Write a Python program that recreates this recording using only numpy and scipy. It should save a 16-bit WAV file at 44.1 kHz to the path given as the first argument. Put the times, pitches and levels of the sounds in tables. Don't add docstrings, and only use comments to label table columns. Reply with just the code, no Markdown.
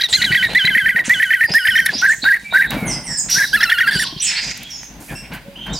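import sys
import numpy as np
from scipy import signal
from scipy.fft import rfft, irfft
from scipy.io import wavfile
from scipy.ndimage import uniform_filter1d

SR = 44100
rng = np.random.default_rng(int(sys.argv[2]) if len(sys.argv) > 2 else 0)


def boost(x):
    u = np.asarray(x, float) / 20
    return 10 ** u


def materialize(psi):
    bounded = np.clip(np.atleast_2d(psi).T, -1, 1)
    quanta = np.round(bounded * 32767).astype(np.int16)
    wavfile.write(sys.argv[1], SR, quanta)


N = 255339
T = np.arange(N) / SR
HZ = np.fft.rfftfreq(N, 1 / SR)

ENTRY_HZ, CHUR_SETTLE_S = 212, 0.0074
LAST_FADE_DB = 15.5


def band(x, lo_hz, hi_hz, order=2):
    return signal.sosfilt(signal.butter(order, [lo_hz, min(hi_hz, .45 * SR)], "band", fs=SR, output="sos"), x)


def unit(x):
    return x / np.sqrt(np.mean(x ** 2))


def noise_band(lo_hz, hi_hz):
    return unit(band(rng.standard_normal(N), lo_hz, hi_hz))


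def flutter(hz):
    return unit(signal.sosfilt(signal.butter(2, hz, fs=SR, output="sos"), rng.standard_normal(N)))


def slew(x):
    return uniform_filter1d(x, size=66)


def bumps(times_s, width_s):
    marks = np.zeros(N)
    marks[(times_s * SR).astype(int)] = 1
    bell = np.exp(-(np.arange(-400, 401) / SR / width_s) ** 2)
    return signal.fftconvolve(marks, bell, "same")


def nestling():
    # (time [s], length [s])
    rasps = [(.005, 0.017), (0.111, 0.038), (0.199, 0.055), (0.3, 0.053), (0.546, 0.014), (0.641, 0.014),
             (1.089, 0.024), (2.021, 0.034), (2.131, 0.025), (2.245, 0.03), (2.347, 0.045), (2.531, 0.036),
             (2.619, 0.078), (3.339, 0.12), (3.601, 0.038), (3.697, 0.023), (3.885, 0.092), (4.019, .035),
             (0.431, 0.048), (1.319, 0.0079), (1.43, 0.011), (1.665, 0.011), (1.859, 0.038), (3.644, 0.019)]
    swell_s, runup_s = 0.004, 0.0025
    kick, kick_s, kick_hz = 0.31, 0.0035, 350
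    loudest_db = -6

    rows = notes()
    start_s, chur = rows[:, 0], rows[:, 7] == CHUR_SETTLE_S
    k = np.clip(np.searchsorted(start_s, T, "right") - 1, 0, None)
    began_s, from_hz, to_hz, from_db, to_db, octave_db, sharp_hz, settle_s, soft_db, closes = rows[k].T
    since = T - began_s
    along = since / np.diff(start_s, append=N / SR)[k]
    along = along ** (1 + 1.5 * closes)

    jumps = (rows[1:, 1] != rows[:-1, 2]) & (rows[1:, 3] > -80) & (rows[:-1, 3] > -80)
    jump_s = start_s[1:][jumps]
    flick_s = start_s[1:][jumps & ~chur[1:]]
    catch_s = start_s[1:][jumps & ((rows[1:, 6] > 0) | ~chur[1:])]

    after = np.minimum(k + 1, len(rows) - 1)
    runup_hz = chur[after] * rows[after, 6] * np.exp(-np.abs(start_s[after] - T) / runup_s)
    glide = np.where((to_hz < from_hz) & (closes == 0), 1 - (1 - along) ** 1.7, along)
    hz = slew(from_hz + glide * (to_hz - from_hz) + sharp_hz * np.exp(-since / settle_s) + runup_hz)
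    hz = hz + 350 * bumps(flick_s, 0.0013)
    phase = 2 * np.pi * np.cumsum(hz * (1 + .006 * flutter(250))) / SR

    tone_db = from_db + along * (to_db - from_db) - soft_db * np.exp(-since / swell_s)
    tone = slew(boost(np.minimum(tone_db, loudest_db)))
    tone = tone * np.clip(1 - 0.68 * bumps(catch_s + 0.0016, 0.0008), 0, 1)
    throbs = np.exp(-since / kick_s) * (1 - np.cos(2 * np.pi * kick_hz * since))
    tone = tone * (1 + kick * (sharp_hz == ENTRY_HZ) * throbs)
    octave = slew(boost(octave_db - closes * along * LAST_FADE_DB + 2.5 * flutter(45)))
    octave = octave * np.clip(1 - bumps(catch_s, .003), 0, 1)

    beat = 2 * np.pi * np.cumsum(380 * (1 + 0.147 * flutter(129.0))) / SR
    rasp = slew(1. * sum((T > s) & (T < s + length_s) for s, length_s in rasps))
    shiver = boost(rasp * 3 * np.tanh(flutter(170)))
    blur = rasp * .6 * flutter(500)
    pure = np.sin(phase + 0.28 * blur) + rasp * 0.19 * np.sin(phase + beat)
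    voice = shiver * (tone * boost(0.47 * flutter(81)) * pure + octave * np.sin(2 * phase + blur))
    voice += upper_partials(tone, hz, phase, jump_s)
    return np.sqrt(2) * voice + breath(tone, octave)


def upper_partials(tone, hz, phase, jump_s):
    # (time [s], high partials level [dB], third partial level [dB])
    gape = [(0, -26, -25), (.18, -27, -21.5), (.3, -34, -56), (.6, -35, -64), (0.751, -29, -72),
            (1.0, -33.5, -80), (1.199, -31, -43), (1.449, -28.5, -68), (1.7, -25, -42), (1.839, -29, -40),
            (1.864, -15, -22), (1.903, -52, -54), (2.601, -36, -49), (3.399, -44, -40), (3.55, -24.5, -19),
            (3.64, -31, -18.5), (3.85, -34.5, -31.5), (4.001, -13, -28)]
    partials = [-7, -3, -4, -5, -7]
    s, high_db, third_db = np.transpose(gape)
    third = np.sqrt(tone) * boost(np.interp(T, s, third_db) + 5.4 * flutter(23.0)) * np.sin(3 * phase)
    out = third * np.clip(1 - bumps(jump_s, 0.001), 0, 1)
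    strain = slew(tone ** .7 * (tone > boost(-70))) * boost(4)
    high = strain * boost(np.interp(T, s, high_db))
    smear = .06 * flutter(300)
    beak_hz = np.interp(T, [3.87, 3.92], [11300, 8500])
    for order, db in enumerate(partials, start=4):
        level = boost(db - 5 + 7.1 * np.tanh(1.15 * flutter(81)))
        resonance = np.exp(-((order * hz - beak_hz) / 3300) ** 2)
        out += high * level * np.sin(order * (phase + smear)) * resonance
    return out


def breath(tone, octave):
    # (time [s], level [dB])
    puff = [(0, -31), (.3, -35), (.6, -40), (1.0, -40.5), (1.5, -36), (1.86, -35), (2.0, -40), (2.6, -34),
            (3.4, -32), (3.6, -27), (3.85, -35), (4.0, -35)]
    hoarse = (tone * boost(-25.0) + octave * boost(-18.0)) * noise_band(1330, 4420)
    flow = uniform_filter1d(tone ** .45 * (tone > boost(-70)), size=300)
    hiss = flow * boost(np.interp(T, *np.transpose(puff)) + 3 * flutter(60)) * noise_band(8500, 15500)
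    return hoarse + hiss


def notes():
    # (time [s], pitch [Hz], level [dB], start above pitch [Hz])
    churs = [(2.018, 1570, -9, -3), (2.065, 1561, -11, 462.5), (2.096, 1766, -7, -7),
             (2.111, 1809, -11, -1.5), (2.127, 1633, -16, 300), (2.137, 1662, -24, 199.5),
             (2.248, 1598, -8, -46), (2.291, 1581, -9, 378), (2.325, 1835, -10, 213),
             (2.346, 1718, -18.5, 260.5), (2.36, 1630, -23, 253.5), (2.532, 1561, -7.5, 0),
             (2.576, 1552, -10, 504), (2.613, 1752, -10.5, 268.5), (2.627, 1844, -20, 207),
             (2.636, 1620, -15, 349.5), (2.651, 1516, -23.5, 287), (3.349, 1582, -15.5, 36),
             (3.387, 1598, -13, 345), (3.427, 1593, -13.5, 440), (3.445, 1480, -23, 215)]
    breaths = [(0.067), (0.474), (1.018), (1.465), (1.91), (2.152), (2.379), (2.673), (3.46), (3.904),
               (4.043)]
    # (time [s], length [s], pitch [Hz], level [dB], octave level [dB])
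    early = [(-.02, 0.015, 1900, -36, -20), (.008, .018, 1893, -20, -11), (.035, .033, 1872, -26.5, -7),
             (.126, 0.039, 2048, -17, -11), (.216, 0.018, 1908, -14.5, -14),
             (.241, 0.018, 1934, -15, -11.5), (.319, 0.025, 1923, -12, -25.5),
             (.352, 0.019, 1890, -8.5, -27), (.427, .047, 1847, -17, -23), (.548, 0.037, 2000, -5.5, -20.5),
             (.65, 0.021, 1968, -15, -9.5), (.679, 0.019, 2018, -9.5, -51), (.75, .023, 1850, -8, -59),
             (.781, 0.014, 1970, -8.5, -58), (.86, 0.021, 1788, -9, -52), (.892, 0.018, 1953, -8, -52),
             (.961, 0.023, 1847, -9.5, -38), (.991, 0.025, 1867, -16.5, -31)]
    middle = [(1.094, 0.043, 1977, -7, -53), (1.199, 0.022, 1762, -10.5, -58),
              (1.228, 0.016, 1866, -7, -33), (1.306, 0.019, 1776, -8.5, -64), (1.336, 0.016, 1900, -7, -57),
              (1.409, 0.024, 1800, -9, -64), (1.437, 0.03, 1793, -14.5, -55),
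              (1.543, 0.042, 1858, -5.5, -56), (1.652, 0.018, 1730, -9.5, -53),
              (1.684, .019, 1852, -8, -52), (1.755, 0.019, 1806, -8, -25), (1.788, 0.017, 1823, -5.5, -40),
              (1.86, 0.013, 1810, -11.5, -17), (1.889, 0.023, 1652, -20, -30)]
    late = [
        (3.53, 0.034, 1719, -7, -25.5),
        (3.607, 0.014, 1646, -12.5, -17),
        (3.63, 0.014, 1756, -6.5, -14.5),
        (3.696, 0.014, 1633, -13.5, -13),
        (3.719, 0.013, 1788, -5.5, -19),
        (3.783, 0.014, 1627, -11.5, -13.5),
        (3.807, 0.02, 1848, -8, -30),
        (3.874, 0.034, 1565, -15.5, -17.5),
    ]
    # (time [s], pitch [Hz], level [dB], octave level [dB])
    low = [(.03, 1546, -31.5, -34.5), (.19, 1440, -29.5, -25.5), (.4, 1495, -23, -17.5),
           (.62, 1497, -24, -17), (.83, 1514, -21.5, -27), (.935, 1478, -27, -33.5),
           (1.17, 1480, -26.5, -21.5), (1.38, 1473, -25.5, -33), (1.62, 1459, -25.5, -27.5),
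           (1.73, 1470, -23, -20.5), (1.83, 1511, -27, -31.5), (3.59, 1267, -25, -29.5),
           (3.76, 1383, -25.5, -26), (3.85, 1341, -21.5, -28)]
    # (time [s], pitch [Hz], level [dB])
    warble = [(3.909, 1687, -18), (3.918, 1855, -18), (3.93, 1645, -14.5), (3.938, 1849, -23),
              (3.957, 1586, -16), (3.985, 1470, -28), (3.994, 1558, -19), (3.999, 1956, -12.5),
              (4.013, 1742, -20), (4.024, 1795, -15), (4.045, 1433, -24)]
    warble_octave_db, chur_octave_db = -24, -56
    rise, first_rise, last_fall = 0.048, 0.061, 0.085
    note_fade_db, chur_fade_db = 4.5, -5.5
    scoop_hz, scoop_s, swell_db = 200, 0.01, 18.5
    entry_settle_s = 0.0025
    sag_from, sag_share, sag_lift, sag_lift_db, hush_db = 0.59, 0.72, 1.04, 10.5, 18
    dip_under_s, dip_up, dip_db, dip_octave_db = .016, 1.05, 10, 11.5
    plain = (0, 1, 0, 0)

    ends = np.array(breaths)
    stops = np.sort(np.r_[ends, np.array(churs)[:, 0]])
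    loud = [(*note, ENTRY_HZ, entry_settle_s) for note in list(early) + list(middle) + list(late)]
    for s, hz, db, sharp_hz in churs:
        length_s = stops[stops > s][0] - s
        loud.append((s, length_s, hz, db, chur_octave_db, sharp_hz, CHUR_SETTLE_S))
    loud.sort()
    rows = [(s, 1600, 1600, -80, -80, -80, *plain) for s in np.r_[-1, ends]]
    phrase = np.searchsorted(ends, [note[0] for note in loud])
    for k, (s, length_s, hz, db, octave_db, sharp_hz, settle_s) in enumerate(loud):
        first = k == 0 or phrase[k - 1] < phrase[k]
        last = k == len(loud) - 1 or phrase[k + 1] > phrase[k]
        if last:
            glide, fade_db = -last_fall, LAST_FADE_DB
        elif settle_s == CHUR_SETTLE_S:
            glide, fade_db = rise * first, chur_fade_db
        else:
            glide, fade_db = first_rise if first else rise, note_fade_db
        onset = (-scoop_hz, scoop_s, swell_db) if first else (sharp_hz, settle_s, 0)
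        rows.append((s, hz * (1 - glide / 2), hz * (1 + glide / 2), db + fade_db / 2, db - fade_db / 2,
                     octave_db, *onset, last))

        soft_s = s + length_s
        if last or loud[k + 1][0] - soft_s < .004:
            continue
        gap_s, high_hz = loud[k + 1][0] - soft_s, hz
        low_s, *low_columns = np.transpose(low)
        hz, db, octave_db = (np.interp(soft_s + gap_s / 2, low_s, c) for c in low_columns)
        if gap_s < dip_under_s:
            rows.append((soft_s, hz * dip_up, hz * dip_up, db + dip_db, db + dip_db,
                         octave_db + dip_octave_db, *plain))
        else:
            sag_hz = hz + sag_from * (high_hz - hz)
            rows.append((soft_s, sag_hz, hz, db + sag_lift_db, db, octave_db, 0, 1, hush_db, 0))
            rows.append((soft_s + gap_s * sag_share, hz, hz * sag_lift, db, db + sag_lift_db,
                         octave_db, *plain))
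    for (s, hz, db), (_, next_hz, next_db) in zip(warble, warble[1:]):
        rows.append((s, hz, next_hz, db, next_db, warble_octave_db, *plain))
    return np.array(sorted(rows), float)


def ticks():
    # (time [s], peak level [dB], brightest [Hz])
    clacks = [(.13, -25, 7000), (0.486, -35, 2590), (0.534, -4, 600), (.551, -18, 4010), (0.653, -20, 7000),
              (1.094, -13, 4000), (1.538, -5, 1480), (1.553, -15.5, 8990), (1.802, -19, 5994),
              (1.861, -8, 6000), (2.015, -8.5, 1504), (2.378, -39, 1528), (2.706, -15, 9950),
              (3.301, -22, 10120), (3.604, -27, 810), (3.695, -21, 701.5), (4.575, -23, 8990),
              (4.632, -25, 10000), (4.832, -16.5, 970), (5.083, -42, 9000), (5.125, -35, 9500),
              (.486, -26, 1200), (1.951, -20, 700)]
    decay_s = .0025
    out = np.zeros(N)
    for s, db, hz in clacks:
        at = int(s * SR)
        burst = rng.standard_normal(2048) * np.exp(-T[:2048] / decay_s)
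        out[at:at + 2048] += boost(db) * band(burst, hz / 2, hz * 2, order=1)
    return out


def tub():
    # (time [s], peak level [dB], pitch [Hz])
    knocks = [(0.123, -26.5, 100), (0.187, -24, 130), (0.214, -24.5, 200), (0.305, -14.5, 148.6),
              (0.328, -22.5, 130), (0.457, -26, 107), (0.519, -27, 220), (.645, -16, 156), (.7, -30, 170),
              (0.763, -21.5, 225), (.833, -29, 122.2), (0.947, -22.5, 189), (1.079, -16, 229.5),
              (1.102, -27.5, 117), (1.439, -27.5, 110.2), (1.502, -16.5, 172), (1.54, -26, 200),
              (1.685, -25.5, 98.1), (1.899, -29, 150), (1.951, -19.5, 242.9), (2.18, -32, 148),
              (2.231, -21, 248), (2.431, -33, 206), (2.765, -13.5, 263), (2.824, -11.5, 195),
              (2.96, -40, 181), (3.373, -20.5, 157.2), (3.791, -37, 240), (3.956, -11.5, 162.8),
              (4.125, -27.5, 302.4), (4.162, -21.5, 153.5), (5.481, -24.5, 200), (5.686, -23, 150)]
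    # (time [s], level [dB])
    shuffle = [(0, -49.5), (.3, -36), (.6, -40.5), (1.7, -48.5), (1.95, -38.5), (2.4, -47), (2.69, -38),
               (2.75, -22), (2.98, -28.5), (3.2, -36), (3.7, -39.5), (4.0, -36), (4.4, -41.5), (4.9, -44),
               (5.6, -37.5), (5.72, -31)]
    rumble = noise_band(122.0, 249.4) + boost(-5.0) * noise_band(41, 56) + boost(-6.5) * noise_band(444, 1300)
    out = boost(np.interp(T, *np.transpose(shuffle)) + 4.75 * flutter(6.1)) * rumble
    for s, db, hz in knocks:
        since = np.clip(T - s, 0, None)
        envelope = 2 * (1 - np.exp(-since / 0.0016)) * np.exp(-since / 0.0065)
        out += boost(db) * envelope * (np.sin(2 * np.pi * hz * since) + 0.26 * np.sin(4.6 * np.pi * hz * since))
    return band(out, 49, 4800)


def grass():
    # (time [s], length [s], level
    # [dB], brightest [Hz])
    rustles = [(0.085, 0.34, -32.5, 5556), (0.485, 0.05, -25, 723.6), (0.492, 0.056, -23.5, 1840),
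               (0.96, 0.072, -34.5, 670), (1.038, 0.094, -27, 2008), (1.483, 0.063, -29, 641),
               (1.491, 0.042, -25.5, 2013), (1.921, 0.027, -25.5, 669.6), (2.24, 0.0044, -9.5, 1430),
               (2.522, 0.0087, -17, 869), (2.704, 0.06, -21, 1470), (2.716, 0.27, -29, 860),
               (3.296, 0.15, -24.5, 8231), (3.285, 0.091, -24.5, 2573), (1.54, 0.018, -24, 3611),
               (5.33, 0.033, -35, 14810), (0.0853, 0.032, -31.5, 810), (1.899, 0.11, -30, 2800),
               (5, 0.2, -41, 8316), (5.316, 0.066, -27.5, 1610), (5.663, 0.057, -28, 1222)]
    # (time [s], length [s], level [dB], brightest [Hz])
    brushes = [(.29, .015, -37, 12000), (.42, .02, -38, 11000), (2.02, .2, -44, 12000),
               (2.24, .11, -41, 12000), (2.39, .14, -46, 6000), (2.54, .035, -38, 9000),
               (2.708, .16, -38, 11000), (3.56, .4, -41, 17000), (4.7, .04, -47, 11000),
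               (4.83, .04, -49, 11000), (5.08, .07, -49, 11000), (5.662, .018, -42, 9000)]
    sizes = boost(np.minimum(4 * rng.exponential(size=N), 12))
    snaps = rng.standard_normal(N) * (0.64 + (rng.random(N) < .03) * sizes)
    out = np.zeros(N)
    for s, length_s, db, hz in list(rustles) + list(brushes):
        since = np.clip(T - s, 0, None)
        envelope = (1 - np.exp(-since / 0.0028)) * np.exp(-(since / length_s) ** 2)
        out += boost(db) * envelope * unit(band(snaps, hz / 1.75, hz * 1.63))
    return out


def others(calls, rough):
    out, wobble, shake = np.zeros(N), flutter(597), np.tanh(flutter(126))
    for s, length_s, start_hz, end_hz, db in calls:
        at = slice(int(s * SR), int((s + length_s) * SR))
        along = (T[at] - s) / length_s
        hz = (end_hz + (start_hz - end_hz) * (1 - along) ** 1.6) * (1 + rough * wobble[at])
        phase = 2 * np.pi * np.cumsum(hz) / SR
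        swell = np.sin(np.pi * np.clip(along, 0, 1) ** .7) ** .7
        tone = np.sqrt(2) * (np.sin(phase) + boost(-27) * np.sin(2 * phase))
        out[at] += boost(db + 3.2 * shake[at]) * swell * tone
    return out


def whistles():
    # (time [s], length [s], start pitch [Hz], level [dB])
    swoops = [
        (.095, 0.083, 8490, -37.5),
        (2.08, 0.048, 8740, -37),
        (2.855, 0.079, 10330, -42.5),
        (2.868, 0.099, 6667, -37.5),
        (3.033, 0.15, 9350, -45.5),
        (3.059, 0.11, 2196, -45.5),
        (3.173, 0.038, 8710, -29.5),
        (3.187, 0.021, 8670, -35),
        (4.218, 0.051, 8755, -29),
        (5.731, 0.063, 6020, -41.5),
    ]
    sighs = [
        (2.751, 0.23, 2330, -44),
        (3.061, 0.16, 5790, -39.5),
        (4.045, 0.021, 1170, -41),
        (4.7, 0.078, 5880, -42),
        (4.704, 0.23, 7020, -54),
        (5.089, 0.051, 1818, -48.5),
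        (5.16, 0.014, 8770, -47.5),
        (5.728, 0.043, 7600, -46.5),
    ]
    climbs = [
        (.412, .14, 3508, -41),
        (1.62, 0.13, 4570, -46),
        (1.75, 0.027, 4960, -37),
        (1.93, 0.031, 4440, -33),
        (2.218, 0.03, 3880, -34),
        (3.325, .04, 4295, -53),
        (4.36, 0.0297, 4090, -34),
        (5.556, 0.027, 2740, -45),
        (5.69, 0.083, 3370, -48),
    ]
    peeps = [(1.45, 0.072, 4850, -41), (1.515, 0.02, 5130, -30), (.31, 0.04, 4500, -39.5),
             (2.23, 0.028, 3810, -35), (1.98, 0.026, 5730, -31.5), (3.293, 0.092, 5760, -28),
             (3.41, 0.078, 3960, -39), (3.85, 0.079, 4453, -42), (3.925, 0.051, 4680, -34),
             (3.99, 0.024, 5640, -32.5), (4.085, 0.13, 3190, -51), (4.38, 0.15, 4944, -44),
             (4.65, 0.039, 3265, -45.5), (2.44, 0.083, 2330, -46), (2.504, 0.12, 3806, -41.5),
             (2.662, 0.049, 3826, -40.5), (4.199, 0.021, 5900, -33.5), (4.267, 0.043, 5330, -32.5),
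             (5.146, 0.051, 2693, -49), (5.149, 0.052, 5380, -48.5), (5.45, 0.061, 555.5, -51.5),
             (5.58, 0.14, 3123, -44)]
    kinds = [(swoops, .73), (sighs, .87), (climbs, 1.19), (peeps, 1)]
    calls = [(s, length_s, hz, hz * to, db) for kind, to in kinds for s, length_s, hz, db in kind]
    return others(calls, .03)


def screeches():
    # (time [s], length [s], start pitch [Hz], end pitch [Hz], level [dB])
    calls = [(.083, 0.023, 4070, 3860, -38.5), (1.045, .05, 7970, 7040, -39.5),
             (1.985, 0.11, 5640, 5100, -48.5), (2.86, 0.11, 3050, 2610, -50),
             (4.41, 0.093, 6604, 5955, -42), (1.905, 0.15, 3700, 4115, -45), (3.3, 0.11, 5046, 4403, -32.5),
             (3.92, 0.19, 4640, 3990, -37.5), (4.2, 0.21, 3518, 1894, -36.5), (4.28, 0.26, 1581, 2574, -46),
             (4.24, 0.2, 4460, 4220, -40), (4.58, 0.12, 2412, 3290, -50.5), (5.08, 0.059, 2427, 2256, -48)]
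    return others(calls, .16)


def room(x, t60_s, early_s, spread):
    t = T[:SR]
    mid, side = rng.standard_normal((2, SR)) * boost(-60 * t / t60_s) * (1 - np.exp(-t / early_s))
    side = band(side, 6000, 20000, order=1)
    tails = [unit(mid + sign * spread * side) / np.sqrt(SR) for sign in (1, -1)]
    return np.array([signal.fftconvolve(x, tail)[:N] for tail in tails])


def air():
    # (frequency [Hz], density [dB per Hz])
    spectrum = [(25, -9), (50, 7), (90, -1.5), (400, -15.5), (600, -10), (2500, -7.5), (6500, -21),
                (16000, -21)]
    hz, db = np.transpose(spectrum)
    colour = boost(np.interp(np.log(HZ + 1), np.log(hz), db))
    mid, side = irfft(rfft(rng.standard_normal((2, N))) * colour, n=N)
    stereo = np.array([mid + 0.86 * side, mid - 0.48 * side])
    return boost(-46 + 0.5 * flutter(38.0)) * stereo / np.std(band(mid, 300, 22000))


def duck(loud):
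    from_db, slope, release_hz = -10, 0.9, 5.1
    pole = np.exp(-2 * np.pi * release_hz / SR)
    held = signal.lfilter([1 - pole], [1, -pole], np.abs(loud))
    return (1 + held / boost(from_db)) ** -slope


def scene():
    voice = nestling()
    near = voice + grass() + tub() + ticks()
    clear, hoarse = whistles(), screeches()
    echo = room(clear, .4, 0.0024, 0.75)
    patchy = boost(2.5 * flutter(14.0))
    echo = echo + boost(-2.0) * room(hoarse, 0.88, 0.0022, 0.62) * patchy
    distance = boost(12.5) * (clear + hoarse) + boost(15.0) * echo + air()

    walls = boost(-5) * room(band(near, 4680, 27000), 0.006, 0.0008, 1.6)
    walls = walls + boost(-7) * room(band(near, 9500, 27000), .005, .0003, 4)
    offset = boost(-15.0) * np.array([[1], [-1]]) * band(near, 89, 2600)
    return near + offset + walls + boost(-14.0) * room(near, 0.3, 0.00006, 0.93) + duck(voice) * distance


def low_pass(x):
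    return signal.sosfilt(signal.butter(12, 15950, fs=SR, output="sos"), x)


def record(dry):
    # (frequency [Hz], left minus right [dB], colour [dB])
    ports = [(40, 4, 0), (200, -1.2, 0), (1000, -2.7, 0), (1230, -2.7, -9), (1450, -2.3, 0),
             (4000, -1.3, 0), (12000, -4.3, 0), (15800, -4.3, -1)]
    hz, *columns_db = np.transpose(ports)
    pan_db, colour_db = (np.interp(np.log(HZ + 1), np.log(hz), c) for c in columns_db)
    response = boost(colour_db + np.array([pan_db, -pan_db]) / 2) * (HZ < 16050)
    wet = irfft(rfft(dry) * response, n=N)
    return low_pass(np.tanh(0.53 * wet) / 0.67)


dry = scene()
out = record(dry)
materialize(out)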